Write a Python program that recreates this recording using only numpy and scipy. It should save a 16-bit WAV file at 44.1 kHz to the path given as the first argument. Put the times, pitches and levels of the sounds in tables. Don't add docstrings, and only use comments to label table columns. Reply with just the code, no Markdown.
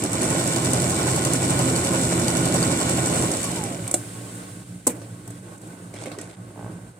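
import sys
import numpy as np
from scipy import signal
from scipy.fft import rfft, irfft, next_fast_len
from scipy.io import wavfile
from scipy.ndimage import uniform_filter1d

SR = 44100
rng = np.random.default_rng(int(sys.argv[2]) if len(sys.argv) > 2 else 0)


def persist_wave(psi):
    counts = np.round(np.clip(psi, -1, 1) * 32767).astype(np.int16)
    wavfile.write(sys.argv[1], SR, np.atleast_2d(counts).T)


def rack_gain(trim_db):
    fader = np.asarray(trim_db, float)
    return 10 ** (fader / 20)


N = 308419
T = np.arange(N) / SR
PADDED = next_fast_len(N, True)
HZ = np.maximum(np.fft.rfftfreq(PADDED, 1 / SR), 1)
SCATTER = 2.33 * np.interp(HZ, np.arange(200) * 120, rng.standard_normal(200))

FULL_SPEED, STOP_S = 11.6, 3.9
MOTOR_TURNS, SEGMENTS = 9, 14
GEAR_LAW = (-27.5, 1.4, 0.57)
START_SETTLES_S = 0.31

# (share of a turn, level [dB])
CONTACTS = [(0.062, 0), (0.171, 1.5), (0.268, 2), (0.523, 4.5), (0.662, 4.5), (.8, 3.5)]
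# (frequency [Hz], level [dB per Hz])
WORKS = [(29, -50), (50, -17), (123, -3.5), (209, -6), (332, -1.5), (423, -5.5), (919, -21.5),
         (1060, -18.5), (1170, -26), (1490, -23.5), (1690, -33.5), (6100, -30), (7970, -15.5),
         (15000, -51.5), (16500, -73)]
# (frequency [Hz], width [Hz], level [dB])
PANELS = [(1084, 28, -13), (1920, 320, -8.5), (2310, 43, 4), (3250, 44, -18), (3500, 1100, -9),
          (3950, 66, -8), (4400, 120, -10), (5280, 230, -15), (5800, 190, -14)]
# (frequency [Hz], level [dB per Hz])
CRACK = [(530, -9), (900, -11), (1230, -15), (3110, -18), (3470, -18.5), (6310, -2.5), (6950, 0.5),
         (8350, 7.5), (9660, 2.5), (15500, -24.5), (16500, -49)]
# (frequency [Hz], level [dB per Hz])
AIR = [(35, -51), (60, -17), (80, -31), (113, -5.5), (143, -17.5), (177, -2), (258, -9), (290, -0.5),
       (366, -13), (534, -16), (1240, -28.5), (6010, -34.5), (8750, -21.5), (15400, -52), (16500, -60)]


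def rms_one(x):
    return x / np.sqrt(np.mean(x ** 2) + 1e-20)


def in_time(rows):
    s, value = np.transpose(rows)
    return np.interp(T, s, value)


def at_hz(points, hz):
    points = np.array(points)
    return np.interp(np.log(hz), np.log(np.maximum(points[:, 0], 1)), points[:, 1])


def high_pass(x, hz):
    return signal.sosfilt(signal.butter(4, hz, "high", fs=SR, output="sos"), x)


def drift(rate):
    r = np.exp(-80 * np.pi * rate / SR)
    slow = signal.lfilter([1], [1, -2 * r, r * r], rng.standard_normal(N // 40 + 2002))[2000:]
    return np.interp(np.arange(N) / 40, np.arange(len(slow)), rms_one(slow))


def ring(clicks, hz, t60):
    r, w = rack_gain(-60 / (t60 * SR)), 2 * np.pi * hz / SR
    return signal.lfilter([0, np.sin(w)], [1, -2 * r * np.cos(w), r * r], clicks + 1e-18)


def dying(at_s, gains, t60):
    clicks = np.zeros(N)
    clicks[np.round(np.asarray(at_s) * SR).astype(int)] = gains
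    return signal.lfilter([1], [1, -rack_gain(-60 / (t60 * SR))], clicks + 1e-18)


def eased(envelope):
    return signal.lfilter([.018], [1, -.982], envelope)


def swells(rows, rise, fall):
    power = 0
    for s, length, db in rows:
        before, after = np.maximum(s - T, 0), np.maximum(T - s - length, 0)
        power = power + rack_gain(db - rise * before - fall * after) ** 2
    return np.sqrt(power)


def struck(at_s, db, modes):
    chance = rng.standard_normal((len(at_s), len(modes)))
    out = 0
    for k, (hz, mode_db, t60) in enumerate(modes):
        blows = dying(at_s, rack_gain(db + mode_db + 2.5 * chance[:, k]), 1e-4)
        out = out + ring(blows, hz, t60)
    return out


def placed(x, lag):
    # (frequency [Hz], left minus right [dB])
    tilt = [(60, 0), (95, -1.0), (150, -2), (240, -2.5), (380, -1.5), (600, -5.5), (950, -4), (1500, -3.5),
            (2380, -0.5), (3770, 0.5), (5980, -5), (9470, 1), (15000, 8)]
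    lag_hz = HZ * (0.24 + 0.769 / (1 + (900 / HZ) ** 4))
    turned = np.exp(-2j * np.pi * np.outer([lag, 0], lag_hz) / SR)
    ports = rack_gain(np.outer([.5, -.5], at_hz(tilt, HZ))) * turned
    return irfft(ports * rfft(x, PADDED), PADDED)[:, :N]


def noise(spectrum, low_hz, high_hz, patchy_db, peaks=()):
    # (frequency [Hz], correlation [0-1])
    likeness = [(60, 0.98), (250, 1), (600, 0.64), (1400, 0.22), (3000, 1), (7000, 0.11), (15000, 0.063)]
    one, other = rfft(rng.standard_normal((2, PADDED)))
    alike = np.clip(at_hz(likeness, HZ), 0, 1)
    pair = np.array([one, alike * one + np.sqrt(1 - alike ** 2) * other])
    pair[0] *= np.exp(1j * SCATTER * np.clip(HZ / 900 - .6, 0, 1))
    shape = rack_gain(at_hz(spectrum, HZ)) / (1 + (low_hz / HZ) ** 6) / (1 + (HZ / high_hz) ** 6)
    shape = shape * (1 + sum(rack_gain(db) * 3 / (1 + (2 * (HZ - hz) / width) ** 2) for hz, width, db in peaks))
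    out, together = 0, drift(5.1)
    for octave in range(int(np.log2(low_hz)) - 1, min(int(np.log2(high_hz)) + 2, 15)):
        share = np.cos(np.pi / 2 * np.clip(np.log2(HZ) - octave, -1, 1)) ** 2
        flicker = rack_gain(patchy_db * (0.25 * together + drift(10.7)))
        out = out + irfft(pair * shape * share, PADDED)[:, :N] * flicker
    return rms_one(out)


def compressor():
    # (multiple of rotor, multiple of mains buzz, level [dB])
    hum_lines = [(1, 0, -67), (2, 0, -44.5), (0, 1, -49.5), (3, 0, -50.5), (1, 1, -45), (4, 0, -56.5),
                 (2, 1, -56.5), (5, 0, -51), (3, 1, -64)]
    rotor_hz, buzz_hz, fan_hz, beat_crest_s = 57.37, 120.02, 103.0, 4.745
    since = 2 * np.pi * (T - beat_crest_s)
    hum = rack_gain(-48) * np.cos(since * fan_hz + 2.4)
    for k, m, db in hum_lines:
        hum = hum + rack_gain(db + 1.3 * drift(3.0)) * np.cos(since * (k * rotor_hz + m * buzz_hz))
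    return hum


def loose_panel():
    # (time [s], peak level [dB])
    knock_rows = [(6.506, -43), (6.561, -41), (6.577, -34.5), (6.593, -34), (6.611, -36), (6.628, -36),
                  (6.646, -35), (6.664, -35), (6.68, -41), (6.699, -41), (6.72, -46), (6.77, -46),
                  (6.791, -46)]
    modes = [(190, 5, .03), (420, 1, .02), (620, 2, .02), (820, -1, .018)]     # Hz, dB, t60 s
    return high_pass(struck(*np.transpose(knock_rows), modes), 110)


def workroom():
    # (time [s], level [dB])
    gate_curve = [(0, -1), (3.1, -3), (3.4, 8), (3.85, 6), (3.96, 4.5), (4.39, 2.5), (4.7, 1.5),
                  (5.34, 2.7), (5.62, -1), (5.74, 1.5), (6.12, 0.5), (6.31, -0.5), (6.74, 5), (6.8, -1),
                  (6.92, 3.5), (6.935, -6), (6.99, -6)]
    # (time [s], length [s], dull level [dB], bright level [dB])
    cloth_moves = [
        (0.315, 3.18, -45.5, -34),
        (3.842, 0.59, -41.5, -42.5),
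        (5.005, 0.37, -48, -53.5),
        (5.495, 0.049, -47, -53),
        (5.706, 0.016, -43, -50.5),
        (6.092, .05, -40.5, -53.5),
        (6.578, 0.14, -43, -56),
    ]
    rise, fall = 62, 37
    gain_db = in_time(gate_curve)
    dull_moves = [(s, length, db) for s, length, db, _ in cloth_moves]
    bright_moves = [(s, length, db) for s, length, _, db in cloth_moves]
    dull_gain = rack_gain(-58.5 + 0.2 * gain_db) + swells(dull_moves, rise, fall)
    bright_gain = rack_gain(-52.5 + 0.24 * gain_db - (T - STOP_S)) + swells(bright_moves, rise, fall)
    low_air = rack_gain(-63.0) * noise(AIR, 30, 60, patchy_db=-3.0)
    low_air = low_air + rack_gain(-43.5) * noise(AIR, 57, 166, patchy_db=1.2)
    dull = dull_gain * noise(AIR, 290, 2570, patchy_db=1.5, peaks=[(1093, 10, 4.5), (1520, 89, 0)])
    bright = bright_gain * noise(AIR, 1200, 19000, patchy_db=.6)
    hum = compressor()
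    level_db = 10 * np.log10(uniform_filter1d(hum ** 2, size=1500) + 1e-9)
    gate = rack_gain(.8 * np.minimum(level_db + 45, 0) * np.clip((T - 4.4) * 5, 0, 1))
    return gate * (rack_gain(gain_db) * (hum + low_air) + dull + bright) - loose_panel()


def thumps():
    # (time [s], peak level [dB], pitch [Hz])
    hand_thumps = [(5.399, -41, 293), (5.455, -38, 334), (5.67, -33, 345), (5.729, -32, 234),
                   (5.77, -33, 293)]
    return sum(ring(eased(dying([at], [rack_gain(db)], .006)), hz, .06) * 0.095 for at, db, hz in hand_thumps)


def scissors():
    # (time [s], level [dB], pitch [Hz], t60 [s])
    handle_rings = [(5.9385, -39, 2150, 0.046), (5.953, -40, 2250, .12), (5.97, -36, 3300, .06),
                    (5.985, -46, 2180, .1), (6.059, -29, 2170, .04), (6.072, -26.5, 526, 0.075),
                    (6.117, -33, 2180, .04), (6.1862, -39, 1890, 0.14), (6.1865, -38, 4300, .04),
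                    (6.178, -26.5, 398, .05)]
    # (time [s], length [s], level [dB])
    drag_rows = [
        (5.94, 0.13, -41.5),
        (6.057, .012, -39.5),
        (6.15, 0.19, -50),
    ]
    rings = sum(ring(dying([at], [rack_gain(db)], .001), hz, t60) * .2 for at, db, hz, t60 in handle_rings)
    grit = rack_gain(4.5 * drift(130))
    scrape = noise(AIR, 430, 9100, patchy_db=-1.5, peaks=[(2230, 300, -5.5), (3430, 2000, -20)])
    return rings + swells(drag_rows, 2500, 400) * grit * scrape


def levers():
    # (frequency [Hz], level [dB], t60 [s])
    reverse_lever = [(339, -6, .12), (560, -5, .08), (610, -4, .07), (727, 0.5, .07), (1500, -12, .04),
                     (2030, -10, .03), (2800, -13, .05), (3520, -5, 0.045), (4030, -9, 0.047),
                     (4420, -8, .03)]
    # (frequency [Hz], level [dB], t60 [s])
    foot_lever = [(259, 2, .066), (463, -3, .034), (760, -10, .04), (990, -16, 0.037), (1470, -20, .05),
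                  (4500, -17, .025), (5300, -16, .03), (6300, -16, .03), (14500, -20, .02)]
    return struck([3.941], -23, reverse_lever) + struck([4.871], -22, foot_lever)


def clacks():
    # (time [s], bright crack level [dB], mid crack level [dB], thud level [dB], thud pitch [Hz])
    clack_rows = [(3.8768, -19, -30, -43, 388), (3.912, -10, -45, -31, 345),
                  (3.9404, -3.5, -18.5, -24, 337), (4.868, -12, -24, -18.5, 479),
                  (4.8705, -8, -24, -27, 299), (4.8743, -19, -20.5, -18, 250), (5.0162, -44, -39, -33, 311),
                  (5.276, -27, -35, -38.5, 410), (5.304, -31, -45, -39, 297), (5.578, -36.5, -59, -59, 285),
                  (5.6155, -35, -68, -64, 291), (5.671, -35, -61, -44, 343), (5.9392, -32, -31, -33, 276),
                  (5.952, -38, -38, -36, 310), (6.021, -35, -45, -35, 358), (6.058, -28, -47, -30, 235),
                  (6.075, -49, -55, -32, 302), (6.116, -33, -23.5, -32.5, 318), (6.186, -23, -24, -35, 298),
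                  (6.2125, -22.5, -35, -40, 377)]
    # (frequency [Hz], level [dB], t60 [s])
    steel = [(1468, -24.5, 0.082), (2270, -24, 0.042), (2630, -58, 0.04), (4500, -36, 0.02),
             (6760, -22, 0.029), (7920, -2, 0.023), (11100, -32, 0.12)]
    # (multiple of thud pitch, level [dB], t60 [s])
    overtones = [(1.66, -2.5, .08), (1.8, -5, 0.097), (2.15, -1.5, .07)]
    s, bright_db, mid_db, thud_db, low_hz = np.transpose(clack_rows)
    bright = dying(s, rack_gain(bright_db - 2.0), 0.023) + dying(s, rack_gain(bright_db - 24.0), 0.31)
    mid = dying(s, rack_gain(mid_db - 6.0), 0.014) + dying(s, rack_gain(mid_db - 20.5), 0.32)
    dull = dying(s, rack_gain(thud_db + 3.5), 0.011) + dying(s, rack_gain(thud_db - 19.0), 0.49)
    out = noise(CRACK, 5200, 18000, patchy_db=-3.5) * eased(bright)
    out += noise(CRACK, 1100, 4250, patchy_db=-5.0) * eased(mid)
    out += noise(AIR, 274, 2200, patchy_db=-1.0) * eased(dull)
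    chance = rng.standard_normal((len(s), len(steel)))
    for k, (hz, db, t60) in enumerate(steel):
        out += ring(dying(s, rack_gain(bright_db + db - 8 + 3 * chance[:, k]), 1e-4), hz, t60)
    for k, start in enumerate(np.round(s * SR).astype(int)):
        push = np.pad(np.hanning(30) * rack_gain(thud_db[k] - 25.5), (0, SR // 2))
        thud = ring(push, low_hz[k], 0.15)
        for ratio, db, t60 in overtones:
            thud = thud + rack_gain(db) * ring(push, low_hz[k] * ratio, t60)
        out[:, start:start + len(thud)] += thud[:N - start]
    return out


def handled():
    return high_pass(clacks() + levers() + scissors() + thumps(), 225)


def shaft():
    # (time [s], speed [stitches per s])
    speed_curve = [(0, 8.6), (.12, 9.8), (.21, 11.69), (1.6, 11.64), (1.9, 11.57), (2.3, 11.57),
                   (3.17, 11.61), (3.3, 10.7), (3.43, 9.05), (3.47, 8.9), (3.56, 7.9), (3.6, 7.0),
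                   (3.66, 6.25), (3.71, 5.6), (3.755, 5.15), (3.785, 4.55), (3.83, 4.4), (3.9, 4.0)]
    # (time [s], level [dB])
    load_curve = [(0, -2), (.05, 0.5), (.14, -2), (.25, 0.5), (.6, 0), (1.1, 1), (1.3, 0.5), (1.35, 1.2),
                  (1.4, -3.5), (1.44, 2), (2.1, 1), (2.74, 2), (2.77, -1), (2.82, 0.7), (3.2, 1),
                  (3.45, -3), (3.65, 2), (3.86, 1)]
    top_of_stroke_s = .7332
    speed = in_time(speed_curve)
    turns = np.cumsum(speed) / SR
    turns = turns - turns[round(top_of_stroke_s * SR)]
    run_out_db = np.maximum(-700 * np.maximum(T - STOP_S, 0), -60)
    return speed, turns, in_time(load_curve), run_out_db


def running_db(drive, db, power, load_share):
    speed, _, load_db, run_out_db = drive
    return db + 20 * power * np.log10(speed / FULL_SPEED) + load_share * load_db + run_out_db


def once_a_turn(turns, share):
    return np.flatnonzero(np.diff(np.floor(turns - share)))


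def start_rock(turns, share):
    return np.exp(-T / START_SETTLES_S) * np.cos(2 * np.pi * (turns - share))


def load_waves(turns):
    stroke = np.cos(2 * np.pi * (turns - .15))
    armature = np.cos(2 * np.pi * (MOTOR_TURNS * turns - .3))
    return stroke, armature


def linkage(turns):
    # (frequency [Hz], level [dB], t60 [s])
    body = [(93, -46, 0.066), (129.1, -1.5, 0.49), (172.5, -4, 0.54), (204.3, -6.5, 0.31), (270.6, 0, 0.11),
            (334.1, 1, 0.15), (388, -6.5, 0.29), (544.6, 0, 0.21), (610.5, -1.5, 0.079), (775, -12, 0.14)]
    knocks = 0
    for hz, db, t60 in body:
        clicks = np.zeros(N)
        for share, contact_db in CONTACTS:
            at = once_a_turn(turns, share)
            clicks[at] += rack_gain(contact_db + db + 3.2 * rng.standard_normal(60)[:len(at)])
        knocks = knocks + ring(clicks, hz, t60)
    return rms_one(signal.lfilter([.1], [1, -.9], knocks))


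def table_rumble(drive):
    turns = drive[1]
    level_db = running_db(drive, -24, 1.66, 1.1) + 5 * start_rock(turns, .17)
    rumble = rack_gain(-4.0) * linkage(turns) + rack_gain(-1.0) * noise(WORKS, 68, 400, patchy_db=.4)
    return rack_gain(level_db) * rumble * (1 + dying([3.195], [0.56], 0.23))


def gear_train(drive):
    turns = drive[1]
    stroke, armature = load_waves(turns)
    touches = np.concatenate([once_a_turn(turns, share) for share, _ in CONTACTS])
    jolts = dying(touches / SR, rng.random(400)[:len(touches)] ** 2, 0.023)
    gears = noise(WORKS, 512, 3580, patchy_db=1.0, peaks=PANELS)
    gears = gears * rack_gain(1.2 * stroke + 0.25 * armature) * (1 + 1.27 * jolts)
    return rack_gain(running_db(drive, *GEAR_LAW) - 1.5) * gears


def brush_hiss(drive):
    turns = drive[1]
    stroke, armature = load_waves(turns)
    ripple_db = 0.59 * stroke + 1.9 * armature + 0.24 * np.cos(2 * np.pi * (8 * turns - .1))
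    hiss = noise(WORKS, 3320, 17000, patchy_db=1.0, peaks=PANELS) * rack_gain(ripple_db + 2.04 * drift(210))
    return rack_gain(running_db(drive, -28.5, 1.9, 0.1) + 2.0) * hiss


def cover_plate(drive):
    # (frequency [Hz], level [dB], t60 [s])
    plate_modes = [(2200, -2, .022), (2340, 0, .022), (1545, -8, .03), (2900, -5, .02)]
    passes = np.diff(np.floor(MOTOR_TURNS * drive[1]), prepend=0) > 0
    knocks = passes * rack_gain(2.5 * rng.standard_normal(N))
    plate = rms_one(sum(rack_gain(db) * ring(knocks, hz, t60) for hz, db, t60 in plate_modes))
    return plate * rack_gain(running_db(drive, -44.5, .15, 0.22))


def needle_ticks(speed):
    # (time [s], snap level [dB], needle-plate ring level [dB])
    tick_rows = [(0.0383, -21.5, -40), (0.1313, -23, -41), (0.2189, -23, -37), (0.2309, -23.5, -36),
                 (0.3032, -24, -37), (0.3894, -31, -38), (0.4752, -22, -35), (0.5615, -23, -29),
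                 (0.6464, -24, -35), (0.7334, -19, -30), (0.8195, -25, -35), (0.8979, -23, -30),
                 (0.9894, -27, -35), (1.076, -27, -34), (1.1614, -22, -34), (1.2502, -20.5, -28),
                 (1.335, -20, -34), (1.4192, -30, -38), (1.505, -24, -35), (1.5908, -21.5, -33),
                 (1.6766, -27, -30), (1.7614, -23, -22), (1.8477, -22.5, -33), (1.9336, -25, -32),
                 (2.0117, -27, -36), (2.1076, -28, -35), (2.1963, -22, -38), (2.2817, -20.5, -19),
                 (2.3688, -21.5, -35), (2.454, -22.5, -34), (2.5416, -20.5, -33), (2.628, -24.5, -20),
                 (2.7152, -31, -40), (2.8025, -26, -36), (2.8942, -22, -35), (2.9724, -26, -34),
                 (3.0594, -24.5, -36), (3.1424, -29, -40), (3.2226, -26, -35), (3.3164, -21.5, -38),
                 (3.4161, -30, -38), (3.43, -24.5, -39), (3.4421, -24, -39), (3.5598, -31, -40),
                 (3.6381, -25, -41), (3.7234, -33, -46)]
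    # (frequency [Hz], level [dB], t60 [s])
    snap_modes = [(7600, -3, .007), (9700, -1, 0.0065), (11000, -7, .005)]
    # (frequency [Hz], level [dB], t60 [s])
    plate_ring = [(3970, -7, .03), (4530, -1, 0.03), (5550, -7, .012)]
    # (frequency [Hz], level [dB], t60 [s])
    take_up = [(5700, -27, .012), (6300, -28, .01), (7900, -25, .008)]
    s, db, ring_db = np.transpose(tick_rows)
    db = db + .4 * (db - db.mean())
    strikes = dying(s, rack_gain(db + 3), 0.014) + dying(s, rack_gain(db - 3.5), 0.12)
    ticks = noise(CRACK, 4900, 16000, patchy_db=0.0, peaks=[(10600, 2400, -0.5), (4860, 3300, 3)]) * strikes
    ticks = ticks + struck(s, db, snap_modes) + struck(s, ring_db, plate_ring)
    ticks = signal.sosfilt(signal.butter(1, 12000, fs=SR, output="sos"), ticks)
    answer_db = 20 * np.log10(speed[(s * SR).astype(int)] / FULL_SPEED)
    return ticks + struck(s + .0235, answer_db, take_up)


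def motor_whine(drive):
    # (frequency [Hz], width [Hz], level [dB])
    whine_peaks = [(560, 40, -41), (665, 55, -37), (810, 130, -39), (1120, 30, -41), (960, 60, -50)]
    # (multiple of motor turns, level [dB])
    orders = [(5, -45), (6, -49), (10, -50), (12, -53), (13, -57), (15, -57), (17, -57), (19, -57),
              (21, -54), (22, -52), (23, -59), (28, -57), (38, -60), (42, -56), (47, -60), (51, -59),
              (55, -59)]
    pedal_up_s = 3.18
    speed, turns, load_db, run_out_db = drive
    whine_hz = SEGMENTS * MOTOR_TURNS * speed
    coasting = rack_gain(-56)
    for hz, width, db in whine_peaks:
        coasting = coasting + rack_gain(db) / (1 + (2 * (whine_hz - hz) / width) ** 4)
    driven = rack_gain(-47 + 1.5 * load_db)
    gain = np.where(T < pedal_up_s, driven, coasting) * rack_gain(run_out_db)
    uneven = turns + .001 * np.clip((T - 3.2) * 4, 0, 1) * np.sin(2 * np.pi * turns)
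    phase = 2 * np.pi * SEGMENTS * MOTOR_TURNS * uneven + .7 * drift(9)
    whine = uniform_filter1d(gain, size=400) * rack_gain(2.5 * drift(14)) * np.cos(phase)
    spin = rack_gain(running_db(drive, *GEAR_LAW) + 23.5)
    for order, order_db in orders:
        phase = 2 * np.pi * order * MOTOR_TURNS * turns + .9 * drift(8)
        whine = whine + spin * rack_gain(order_db + 3.5 * drift(12)) * np.cos(phase)
    return whine


def machine():
    drive = shaft()
    head = table_rumble(drive) + gear_train(drive) + brush_hiss(drive)
    head = head + needle_ticks(drive[0]) + cover_plate(drive)
    motor = rack_gain(3.0) * motor_whine(drive) * rack_gain([[-1.2], [1.2]])
    return placed(head, 17) + placed(motor, 0.31)


def scene():
    return machine() + placed(handled() + workroom(), 0)


def top_cut(x):
    return signal.sosfilt(signal.butter(12, 16820, fs=SR, output="sos"), x)


def record(dry):
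    # (frequency [Hz], level [dB])
    top_end = [(8800, -1.92), (9600, -4.5), (10500, -3), (11500, -3.5), (12500, -0.5), (13500, 1.5),
               (14800, 8.5), (16000, 5), (16500, -26), (16800, -40)]
    voiced = irfft(rfft(dry, PADDED) * rack_gain(at_hz(top_end, HZ)), PADDED)[:, :N]
    return top_cut(high_pass(voiced, 48))


dry = scene()
out = record(dry)
persist_wave(out)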